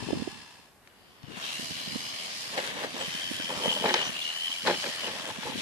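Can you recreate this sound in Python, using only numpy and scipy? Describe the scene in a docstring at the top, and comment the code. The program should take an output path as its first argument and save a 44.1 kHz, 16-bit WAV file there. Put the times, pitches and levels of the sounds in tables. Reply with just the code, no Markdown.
"""Outdoors, on dry grass by a wooden fence. A whirr fades; then a small electric crawler truck drives
close, climbs the fence, tumbles and lands. Its meshing gear teeth whine over a rough grind, modulated
once per shaft turn and comb-filtered by the ground reflection. Impacts excite the damped modes of the
plastic shell and of the wood, and gusts puff on the two microphone ports."""
import sys
import numpy as np
from scipy import signal
from scipy.fft import rfft, irfft, next_fast_len
from scipy.io import wavfile
from scipy.ndimage import uniform_filter1d

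SR = 44100
rng = np.random.default_rng(int(sys.argv[2]) if len(sys.argv) > 2 else 0)


def log_audio(samples):
    """Write samples as a 16-bit WAV file to the path given in sys.argv[1]."""
    # one column per channel
    frames = np.atleast_2d(samples).T
    # limit to full scale, then quantise
    limited = np.clip(frames, -1, 1)
    pcm = np.round(limited * 32767).astype(np.int16)
    wavfile.write(sys.argv[1], SR, pcm)


N = 247401

# Spectrum of the distant air: frequency_hz, gain_db
AIR_SPECTRUM = [(24, -48), (40, 1), (342, -1), (426, 1.5), (471, 0.5), (573, -1), (733, 1), (6110, -14.5),
                (14500, -12.5)]
# Turbulent rumble on the ports: time_s, left_db, right_db
WIND_LEVELS = [(0.0, -31.5, -59), (0.15, -38.5, -34), (0.4, -62.5, -56.5), (0.8, -67, -73), (1.2, -64, -63),
               (1.3, -40.5, -60), (1.6, -73, -47), (2.0, -49.5, -46), (2.2, -77, -52), (2.6, -60, -52),
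               (2.8, -58, -47), (3.5, -69, -46.5), (3.8, -50, -48.5), (4.1, -58, -44.5), (4.35, -88, -66),
               (4.6, -64, -58), (4.7, -58, -39.5), (4.85, -56, -52), (5.3, -62, -49), (5.6, -42, -42.5)]
# Strongest gust eddies: centre_s, level_db, pitch_hz, port (1 left, -1 right)
EDDIES = [(0.027, -28.5, 316, 1), (0.088, -20.5, 315, 1), (0.107, -19, 415, 1), (0.132, -13, 305, -1),
          (0.174, -26, 223, 1), (0.196, -36, 250, -1), (0.224, -20, 239, -1), (0.277, -19, 343, -1),
          (0.329, -36.5, 188, -1), (0.358, -39.5, 200, -1), (0.376, -42, 200, -1), (1.242, -34.5, 130, 1),
          (1.375, -31, 212, 1), (1.596, -28.5, 210.3, -1), (1.629, -34.5, 235, 1), (1.71, -29.5, 220, -1),
          (1.879, -29.5, 182, -1), (1.96, -20.5, 243, -1), (2.758, -33, 259.2, -1), (2.945, -30, 247, -1),
          (3.083, -32.5, 175, -1), (3.151, -31.5, 210, -1), (3.315, -23, 261.6, -1), (3.401, -26, 257, -1),
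          (3.445, -33, 198, -1), (3.681, -20, 214.7, -1), (3.815, -28, 213, -1), (3.918, -33.5, 214, -1),
          (4.097, -32, 205, -1), (4.5, -39.5, 263.7, -1), (4.889, -32, 248, -1), (5.201, -36.5, 208.4, -1),
          (5.389, -29, 212.9, -1), (5.499, -27.5, 235.3, -1), (5.558, -25, 268, 1), (5.58, -31, 204.5, 1)]

# Decay of the opening whirr: time_s, level_db
WHIRR_LEVELS = [(0.0, -41), (0.282, -43.5), (0.64, -57), (0.664, -61), (0.8, -74)]
# Its spectrum: frequency_hz, gain_db
WHIRR_SPECTRUM = [(290, -26), (500, -21), (609, -18), (1030, -11), (1440, -16), (1680, -10), (2260, -10.5),
                  (2670, -5.5), (3850, -9), (5180, -10.5), (6310, -14.5), (10000, -18), (14500, -40)]
# Its resonances: pitch_hz, width_hz, gain_db
WHIRR_MODES = [(890, 270, 4.5), (1690, 74, 3.5), (2690, 70, -0.5), (3070, 50, -2), (3500, 60, -2.5),
               (4280, 73, 1), (4960, 90, 2), (5320, 52, -1)]

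# Impacts of the tyres on the fence boards and of the bumper on the rail: start_s, level_db
TYRE_KNOCKS = [(2.79, -34), (2.965, -29), (3.003, -34), (3.505, -25), (3.642, -30), (3.724, -32),
               (3.941, -16), (4.676, -26), (4.686, -21), (5.277, -36), (5.29, -32.5), (5.303, -34),
               (5.431, -31.5), (5.467, -31), (5.474, -35), (5.5, -36), (5.52, -32), (5.53, -43)]
BUMPER_THUDS = [(2.566, -30), (2.5785, -18.5), (2.585, -20.5), (2.634, -33), (2.82, -32), (2.839, -28),
                (2.845, -24.5), (3.6575, -19.5), (3.843, -17), (3.861, -17), (4.69, -23)]
# Modes of the boards, the hollow rail and the plastic shell: pitch_hz, width_hz, gain_db
BOARD_MODES = [(875, 48, -8.5), (952, 180, -6), (1230, 160, -15)]
RAIL_MODES = [(537, 92, -4), (673, 150, -11)]
SHELL_MODES = [(232, 180, -1.5), (358.3, 17.8, -10), (516, 167, 4), (718, 67, -11.5), (837, 72, -2),
               (1110, 450, -18.5), (1650, 460, -1.5), (2370, 470, 0.5), (2466, 284, -1), (3310, 380, -6),
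               (3970, 430, -5.5), (5000, 840, -8), (5400, 390, -13), (8200, 2100, -23)]
# Blows on the shell: start_s, level_db, scrape_over_push_db
SHELL_BLOWS = [(2.579, -23, 0), (2.838, -34, 8.5), (2.964, -30.5, -2), (3.01, -30, 3), (3.503, -26.5, -2),
               (3.698, -44, 9), (3.769, -28.5, -10), (3.84, -21.5, -7), (3.858, -17, 0.5),
               (3.889, -24.5, 13), (3.908, -19.5, -17), (3.941, -21, 2), (3.962, -24, 8),
               (4.662, -29.5, 13), (4.671, -23, 11), (4.68, -15, -4.5), (4.685, -26, -19), (4.697, -17, -1),
               (4.709, -19, -5), (4.714, -32, -11), (4.741, -35, 15.5), (4.84, -40.5, 16), (4.861, -28, 5),
               (5.072, -29.5, 4), (5.082, -32, -5), (5.301, -37, 9.5), (5.431, -37, 12), (5.47, -31, -2)]
# Rattling after a bump: start_s, hold_s, level_db, brightness_db
SHELL_RATTLES = [(2.535, 0.027, -43.5, -13), (2.578, 0.019, -38, 6.5), (2.634, 0.098, -48, 10),
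                 (2.769, 0.072, -43.5, 1), (2.835, 0.012, -39.5, -1), (2.951, 0.089, -44, -9),
                 (3.494, 0.16, -40.5, -22), (3.647, 0.032, -34, -6), (3.712, 0.17, -41.5, -15),
                 (3.848, 0.042, -31.5, -10), (3.955, 0.048, -39, 7), (4.656, 0.049, -30, -7),
                 (4.727, 0.026, -47, -3), (4.837, 0.049, -42, -8), (5.034, 0.054, -41.5, -4),
                 (5.121, 0.08, -53, 8), (5.237, 0.064, -43, -3), (5.455, 0.053, -43.5, 0)]
# Dry cracks of hard plastic, and from 4.80 s brief clicks of meshing gear teeth: start_s, level_db, top_hz
SHARP_TICKS = [(0.8743, -33, 5100), (1.231, -36, 5200), (2.579, -28, 6100), (2.675, -17, 5020),
               (3.657, -21, 5000), (3.933, -25, 3980), (3.858, -22, 2190), (3.892, -17, 2190),
               (3.9421, -28, 7100), (3.9406, -2, 5100), (3.9438, -4, 4170), (3.946, -18, 4970),
               (4.48, -22, 3780), (4.799, -30, 5000), (4.811, -23, 4060), (4.833, -21, 4450),
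               (4.842, -26, 4000), ]

# Gear squeaks: start_s, length_s, pitch_hz, level_db
GEAR_SQUEAKS = [(2.996, 0.032, 7890, -42), (3.04, .05, 7560, -52), (4.034, 0.069, 5960, -40.5),
                (4.061, 0.027, 6680, -48), (1.408, 0.059, 3190, -39.5), (3.213, .012, 3170, -33),
                (3.39, .04, 1660, -40), (3.697, 0.0066, 3030, -22.5), (4.215, .012, 3500, -31),
                (4.478, 0.008, 3100, -30.5), (4.532, 0.032, 2360, -38.5)]
# Speed and load of the drive: time_s, mesh_hz, grind_swell_db, whine_swell_db, tyre_swell_db
DRIVE = [(0.8, 2880, -2, -6, 4), (1.0, 2910, -9, 3, 5), (1.12, 3095, 5, 8, 8), (1.21, 3157, -4, 6, 13),
         (1.29, 2894, 0.5, 7, 8), (1.36, 2740, -3, 2, 7), (1.43, 2738, 3.5, -7, 5), (1.48, 2748, 3, 2.5, 3),
         (1.56, 2784, 2, 4, 0), (1.65, 2940, 1, -5.5, -2), (1.88, 2945, 1.5, -5.5, -0.5),
         (2.17, 3000, -0.3, -3.5, 0), (2.49, 3077, -0.5, -33, 0.5), (2.6, 2844, 3.5, -8, 6.5),
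         (2.9, 2890, -6, -32, 1.5), (3.02, 3123, -0.5, 9, 3.5), (3.08, 3112, 0.5, 0, 0),
         (3.15, 3080, 1.5, 6, 0), (3.23, 3160, -0.5, 10.5, 0.5), (3.31, 3120, 0.5, 4.5, -2.5),
         (3.38, 3176, 0, 8, -1), (3.45, 3090, 0, 11, -2.5), (3.6, 3073, -2, 0, 5.5), (3.66, 3118, 4, 17, 0),
         (3.71, 3058, 3.5, 16, 4.5), (3.83, 3078, 1.5, 9.5, -4), (4.0, 2986, 4, 12, 8),
         (4.12, 2966, -0.5, 4, 0.5), (4.18, 2788, -1.5, 8.5, 0), (4.24, 2849, 1, 9, -2.5),
         (4.35, 2975, -3.5, 6, -1.5), (4.45, 3055, -0.5, 12, -6), (4.55, 3050, -1, 6.5, -4.5),
         (4.64, 3012, -2, 1.5, -7), (4.79, 3030, 4, 4.5, -1), (4.92, 3020, 0, -6, 0.5),
         (5.05, 3015, 0.5, 11.5, 1.5), (5.15, 3110, 0.5, -6, 6.5), (5.25, 3147, 1, 9, 4.5),
         (5.38, 2866, 2, -6, 6.5), (5.61, 3140, 14.5, 4, 7)]
# Gain with the truck's nearness: time_s, gain_db
NEARNESS = [(0.8, -28), (1.0, -24.5), (1.21, -26), (1.38, -3), (1.54, 1), (5.0, 2.5), (5.61, -8)]
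# Two overlapping groups of gear tones, mostly high and mostly low: mesh_ratio, gain_db
MOSTLY_HIGH_TONES = [(.76, -9), (1.121, -11), (1.41, -1.5), (1.52, -4), (1.62, -1.5), (1.68, -6.5),
                     (1.75, -8), (1.98, -15)]
MOSTLY_LOW_TONES = [(.53, -1.5), (.57, -12.5), (.62, 0.5), (.78, -4)]
# Each group's own loudness curve: time_s, mostly_high_db, mostly_low_db
GROUP_LEVELS = [(0.8, -45, -39), (1.2, -32.5, -38), (1.45, -48, -44.5), (1.58, -38.5, -47),
                (1.8, -39, -45.5), (2.2, -38.5, -49), (2.5, -37, -46), (2.7, -58, -44), (2.9, -45.5, -49),
                (3.1, -43.5, -39), (3.25, -42, -39), (3.41, -42, -43), (3.55, -41, -44), (3.75, -43, -43.5),
                (4.0, -45, -38), (4.2, -45, -47.5), (4.33, -42.5, -43.5), (4.45, -45.5, -43.5),
                (4.6, -44, -46.5), (4.8, -39, -42), (5.05, -39.5, -44), (5.3, -46.5, -44),
                (5.61, -51, -32.5)]
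# Spectra of the tyre scuff and of the grind's middle and treble: frequency_hz, gain_db
TYRE_SPECTRUM = [(180, 2.5), (300, -12.5), (390, -7), (646, 2), (871, -2.5), (1060, 1), (1480, -4.5),
                 (1840, -5), (2570, -6), (2800, -7), (3640, -3), (6160, -120)]
MID_SPECTRUM = [(1400, -60), (2300, -3.5), (2900, 1), (3300, 2.5), (3600, -2), (3900, 1.5), (4300, -0.5),
                (4600, -2), (5100, -10), (5500, -5), (6200, -34), (7500, -26), (12000, -90)]
TREBLE_SPECTRUM = [(3410, -33), (5800, 0), (8380, -6.5), (10100, -5.5), (10900, -10.5), (13400, -12.5),
                   (14500, -11)]

# Reflection off the soil: time_s, delay_ms, amplitude_ratio
GROUND_ECHO = [(0.8, 1, .3), (1.3, 1.1, 0), (1.55, 1.01, 0.3), (1.8, 0.98, 0.17), (2.2, 0.96, 0.26),
               (2.5, 1.08, 0.06), (2.8, 1.04, 0.17), (3.3, 1.04, 0.08), (4.0, 0.956, 0), (4.4, 1, 0.27),
               (4.8, 0.93, 0.14), (5.61, 1.27, 0)]
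# Later arrival at the left port: time_s, delay_ms
LEFT_DELAY = [(0, 0.051), (.8, 0.025), (1.2, 0.28), (1.8, 0.36), (2.3, 0.32), (2.8, 0.25), (3.8, 0.16),
              (4.3, 0.24), (4.7, 0.11), (5.6, 0.14)]
# Balance of the ports: frequency_hz, left_over_right_db
PORT_BALANCE = [(60, 4), (110, -5), (200, 3), (370, -2), (680, 0), (1240, 4), (2280, 6.5), (4170, 0.5),
                (7650, -5.5), (14000, -5)]
# Noise power common to both ports: frequency_hz, shared_fraction
PORT_COHERENCE = [(200, 1), (700, 0.8), (1500, 0.51), (3000, 0.018), (6000, 0.021), (14000, 0.092)]

FFT_SIZE = next_fast_len(N)
BIN_HZ = np.arange(FFT_SIZE // 2 + 1) * SR / FFT_SIZE + 1   # offset keeps the logarithm finite
TIME_S = np.arange(N) / SR


def from_db(db):
    """Amplitude grows tenfold for every 20 dB."""
    return 10 ** (np.asarray(db) / 20)


def unit_rms(x):
    """Normalisation to a mean power of 1."""
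    return x / np.sqrt(np.mean(x ** 2) + 1e-20)


def in_time(rows, outside=None):
    """Linear interpolation of each column over time."""
    times, *columns = np.transpose(rows)
    return [np.interp(TIME_S, times, column, outside, outside) for column in columns]


def per_bin(spectrum):
    """Interpolation of a spectrum on a log-frequency axis."""
    hz, values = np.transpose(spectrum)
    return np.interp(np.log(BIN_HZ), np.log(hz), values)


def colour(x, spectrum, share=1):
    """Zero-phase filtering by a smooth spectrum."""
    return irfft(rfft(x, FFT_SIZE) * from_db(share * per_bin(spectrum)), FFT_SIZE)[..., :N]


def filtered(x, kind, hz, order=2):
    """A filter with a maximally flat passband."""
    return signal.sosfilt(signal.butter(order, hz, kind, fs=SR, output="sos"), x)


def drift(rate_hz):
    """Low-passed noise gives a random fluctuation of rms 1."""
    step, settle = 40, 2000
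    pole = np.exp(-2 * np.pi * step * rate_hz / SR)
    noise = rng.standard_normal(N // step + settle + 2)
    slow = signal.lfilter([1], [1, -2 * pole, pole * pole], noise)[settle:]
    return np.interp(np.arange(N) / step, np.arange(len(slow)), unit_rms(slow))


def resonate(x, hz, width_hz):
    """A damped oscillator with unit gain at resonance."""
    r = np.exp(-np.pi * width_hz / SR)
    gain = (1 - r * r) / 2
    return signal.lfilter([gain, 0, -gain], [1, -2 * r * np.cos(2 * np.pi * hz / SR), r * r], x)


def port_noise():
    """White noise at two spaced ports is coherent in the bass and nearly incoherent in the treble."""
    shared = np.clip(per_bin(PORT_COHERENCE), 0, 1)
    common, *own = rfft(rng.standard_normal((3, N)), FFT_SIZE)
    return irfft(np.sqrt(shared) * common + np.sqrt(1 - shared) * np.array(own), FFT_SIZE)[:, :N]


def distant_air():
    """Stationary broadband noise forms the outdoor background."""
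    return from_db(-59.5) * unit_rms(colour(port_noise(), AIR_SPECTRUM))


def wind():
    """Turbulence is local: each port has its own rumble and its own eddies of a cycle or two."""
    rumble = [filtered(rng.standard_normal(N), "band", [90, 320]) * from_db(3.5 * drift(25))
              for _ in range(2)]
    out = from_db(in_time(WIND_LEVELS)) * [unit_rms(side) for side in rumble]
    offsets = np.arange(-800, 800)
    t = offsets / SR
    for (centre_s, db, hz, port), phase in zip(EDDIES, rng.random((len(EDDIES), 2))):
        at = np.clip(round(centre_s * SR) + offsets, 0, N - 1)
        swell = np.exp(-(t * hz / np.where(t < 0, .8, 1.2)) ** 2)
        fundamental = np.cos(2 * np.pi * (hz * t + phase[0]))
        overtone = from_db(-8.5) * swell * np.cos(2 * np.pi * (1.96 * hz * t + phase[1]))
        out[int(port < 0), at] += from_db(db) * swell * (fundamental + overtone)
    return out


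def throb(shaft_hz, sharpness, uneven_db):
    """Amplitude modulation: an eccentric gear bites once a turn, each time with its own strength."""
    turns = np.cumsum(shaft_hz * (1 + 0.034 * drift(16.8))) / SR
    strength = from_db(uneven_db * rng.standard_normal(1000))[turns.astype(int)]
    return unit_rms(strength * np.exp(-sharpness * np.cos(2 * np.pi * turns)))


def fading_whirr():
    """Forced vibration: throbbing gear noise drives steady resonances and dies away."""
    teeth = port_noise() * (1 + .35 * throb(shaft_hz=67.8, sharpness=1.0, uneven_db=3.6))
    rings = sum(from_db(db + 2.5) * resonate(teeth, hz, width) for hz, width, db in WHIRR_MODES)
    level_db, = in_time(WHIRR_LEVELS, outside=-120)
    return from_db(level_db) * unit_rms(colour(teeth + rings, WHIRR_SPECTRUM))


def fence(knocks, modes):
    """Impulse response of wood: soft knocks excite each damped mode with a random strength."""
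    start_s, level_db = np.transpose(knocks)
    out = 0
    for (hz, width, db), spread in zip(modes, rng.standard_normal((len(knocks), len(modes))).T):
        push = np.full(N, 1e-18)
        push[np.round(start_s * SR).astype(int)] = from_db(level_db + db + 2 * spread)
        ring = resonate(push, hz, width) * SR / width / np.pi
        out = out + resonate(ring, hz, width_hz=450)   # softens the attack
    return out


def sharp_ticks():
    """Brief contact gives a broad spectrum: a snap, then noise that decays in milliseconds."""
    decay_s, snap_db, low_hz = .0021, 5, 880
    out, t = np.zeros((2, N)), np.arange(800) / SR
    noises = rng.standard_normal((len(SHARP_TICKS), 3, len(t)))
    for (start_s, db, top_hz), noise in zip(SHARP_TICKS, noises):
        burst = from_db(db) * np.exp(-t / decay_s) * (0.21 * noise[0] + 0.55 * noise[1:])
        burst[:, :3] = from_db(db + snap_db) * np.array([1, 1, -1])
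        at = round(start_s * SR)
        out[:, at:at + len(t)] += filtered(burst, "band", [low_hz, top_hz], order=3)
    return out


def rattle_envelopes():
    """Each rattle rises, holds and decays exponentially; one row for low modes, one for high."""
    rise_db_per_s, fall_db_per_s = 1800, 417
    out = 0
    for start_s, hold_s, db, bright_db in SHELL_RATTLES:
        rise_db = rise_db_per_s * (TIME_S - start_s)
        fall_db = fall_db_per_s * (start_s + hold_s - TIME_S)
        out = out + from_db(db + np.minimum(rise_db, fall_db).clip(None, 0) + [[0], [bright_db]])
    return out


def plastic_shell():
    """Modal superposition: dense rattling knocks and single blows excite the same resonances."""
    knocks_per_s, scrape_s = 700, 0.009
    rattle = rattle_envelopes()
    impulses = rng.random(N) < knocks_per_s / SR
    impulses = impulses * from_db(0.42 * np.minimum(rng.exponential(1, N), 4))
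    knocks = np.sqrt(signal.lfilter([1], [1, -.97], impulses ** 2)) * port_noise()
    start_s, level_db, scrape_db = np.transpose(SHELL_BLOWS)
    blows = np.full((2, N), 1e-18)
    blows[:, np.round(start_s * SR).astype(int)] = from_db([level_db, level_db + scrape_db])
    scrape = signal.lfilter([.15], [1, -np.exp(-1 / (scrape_s * SR))], blows[1]) * port_noise()
    push = filtered(blows[0], "low", 2800)   # rubber and plastic give, so the push is soft
    out = 0
    for k, (hz, width, db) in enumerate(SHELL_MODES):
        high = int(hz > 1400)
        chatter = unit_rms(resonate(knocks, hz, width)) * rattle[high]
        spread = from_db(2.5 * drift(30))   # each blow lands elsewhere on the mode
        hits = resonate((scrape if high else push) * spread, hz, 0.69 * width) * SR / width / np.pi
        out = out + from_db(db) * (-1) ** k * (from_db(-4.5) * chatter + from_db(-8.0) * hits)
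    return filtered(out, "high", 150)   # the shell is too small to radiate bass


def mesh_tone(hz, wander_rad, stereo_rad):
    """Phase modulation: play in the gears blurs a tooth tone, a little differently at each port."""
    phase = np.cumsum(2 * np.pi * hz / SR) + wander_rad * drift(56.4)
    return np.sin(phase + stereo_rad * drift(70) * [[1], [-1]])


def gear_squeaks():
    """Jumps in load draw short tone bursts from the gears, roughened by phase noise."""
    out = 0
    for start_s, length_s, hz, db in GEAR_SQUEAKS:
        envelope = np.exp(-(2 * (TIME_S - start_s) / length_s - 1) ** 4)
        out = out + from_db(db) * envelope * mesh_tone(np.full(N, hz), wander_rad=1.7, stereo_rad=1)
    return out


def gear_tones(group, mesh_hz):
    """Coupled gears sound at constant ratios to the main mesh, each tone swelling on its own."""
    return sum(from_db(db + 2.6 * drift(8.8)) * mesh_tone(ratio * mesh_hz, wander_rad=2.4, stereo_rad=1)
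               for ratio, db in group)


def band_fading(x, depth, count=8):
    """Selective fading: bands swell and sink at random, as when the chassis turns and its echo shifts."""
    position = count * np.log(BIN_HZ / 250) / np.log(60)   # band centres from 250 Hz to 15 kHz
    spectrum, out = rfft(x, FFT_SIZE), 0
    for k in range(count + 1):
        band = irfft(spectrum * np.clip(1 - abs(position - k), 0, 1), FFT_SIZE)[:, :N]
        out = out + band * from_db(depth * (0.1 * drift(1.6) + 0.7 * drift(9.9)))
    return out


def gear_drive():
    """Periodic tooth contact whines over grind and tyre scuff, all modulated at the shaft rate."""
    teeth, waver_db = 36, 1.5
    mesh_hz, swell_db, load_db, scuff_db = in_time(DRIVE)
    near_db, = in_time(NEARNESS)
    mostly_high_db, mostly_low_db = in_time(GROUP_LEVELS)
    mesh_hz = uniform_filter1d(mesh_hz, size=3000)   # the pitch glides smoothly, without sudden jumps
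    fade_in = np.clip((TIME_S - DRIVE[0][0]) / 0.03, 0, 1)
    bite = throb(mesh_hz / teeth, sharpness=0.73, uneven_db=1.0)
    clear = mesh_tone(mesh_hz, wander_rad=.8, stereo_rad=.3)
    blurred = mesh_tone(mesh_hz, wander_rad=4, stereo_rad=.6)
    whine = from_db(-46 + load_db + waver_db * drift(27)) * bite * (clear + .6 * blurred)
    mostly_high = from_db(mostly_high_db) * gear_tones(MOSTLY_HIGH_TONES, mesh_hz)
    mostly_low = from_db(mostly_low_db) * gear_tones(MOSTLY_LOW_TONES, mesh_hz)
    tones = (0.39 + 0.069 * bite) * (mostly_high + mostly_low)
    rough = (1 + 0.4 * bite) * from_db(1.44 * drift(260)) * port_noise()
    layers = [(-47.5 + scuff_db, TYRE_SPECTRUM),
              (-45.5 + swell_db, MID_SPECTRUM),
              (-47 + 0.76 * swell_db + 0.086 * near_db, TREBLE_SPECTRUM)]   # distance dulls the treble
    grind = sum(from_db(db) * unit_rms(colour(rough, spectrum)) for db, spectrum in layers)
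    return fade_in * from_db(near_db) * (whine + tones + band_fading(grind, depth=2.14))


def ground_reflection(x):
    """Interference of the direct sound with its echo off hard dry soil forms a comb filter."""
    delay_ms, strength = in_time(GROUND_ECHO)
    echo = np.array([np.interp(TIME_S - delay_ms / 1000, TIME_S, side) for side in x])
    return x + strength * echo


def at_ports(x):
    """Time and level cues: the left port hears the truck later and in another colour."""
    delay_ms, = in_time(LEFT_DELAY)
    left = np.interp(TIME_S - delay_ms / 1000, TIME_S, x[0])
    return np.array([colour(left, PORT_BALANCE, share=.5), colour(x[1], PORT_BALANCE, share=-.5)])


def scene():
    """Superposition of distant air, wind and the truck at the two ports."""
    air = distant_air()
    truck = ground_reflection(gear_drive()) + fading_whirr() + plastic_shell()
    wood = fence(TYRE_KNOCKS, BOARD_MODES) + fence(BUMPER_THUDS, RAIL_MODES)
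    return air + at_ports(truck + wood + sharp_ticks() + gear_squeaks()) + wind()


def record(dry):
    """Soft saturation rounds the highest peaks, and a steep low-pass cuts the top."""
    ceiling, stop_hz = .45, 14750
    rounded = ceiling * np.tanh(dry / ceiling)
    return signal.sosfilt(signal.cheby2(12, 70, stop_hz, fs=SR, output="sos"), rounded)


dry = scene()
out = record(dry)
log_audio(out)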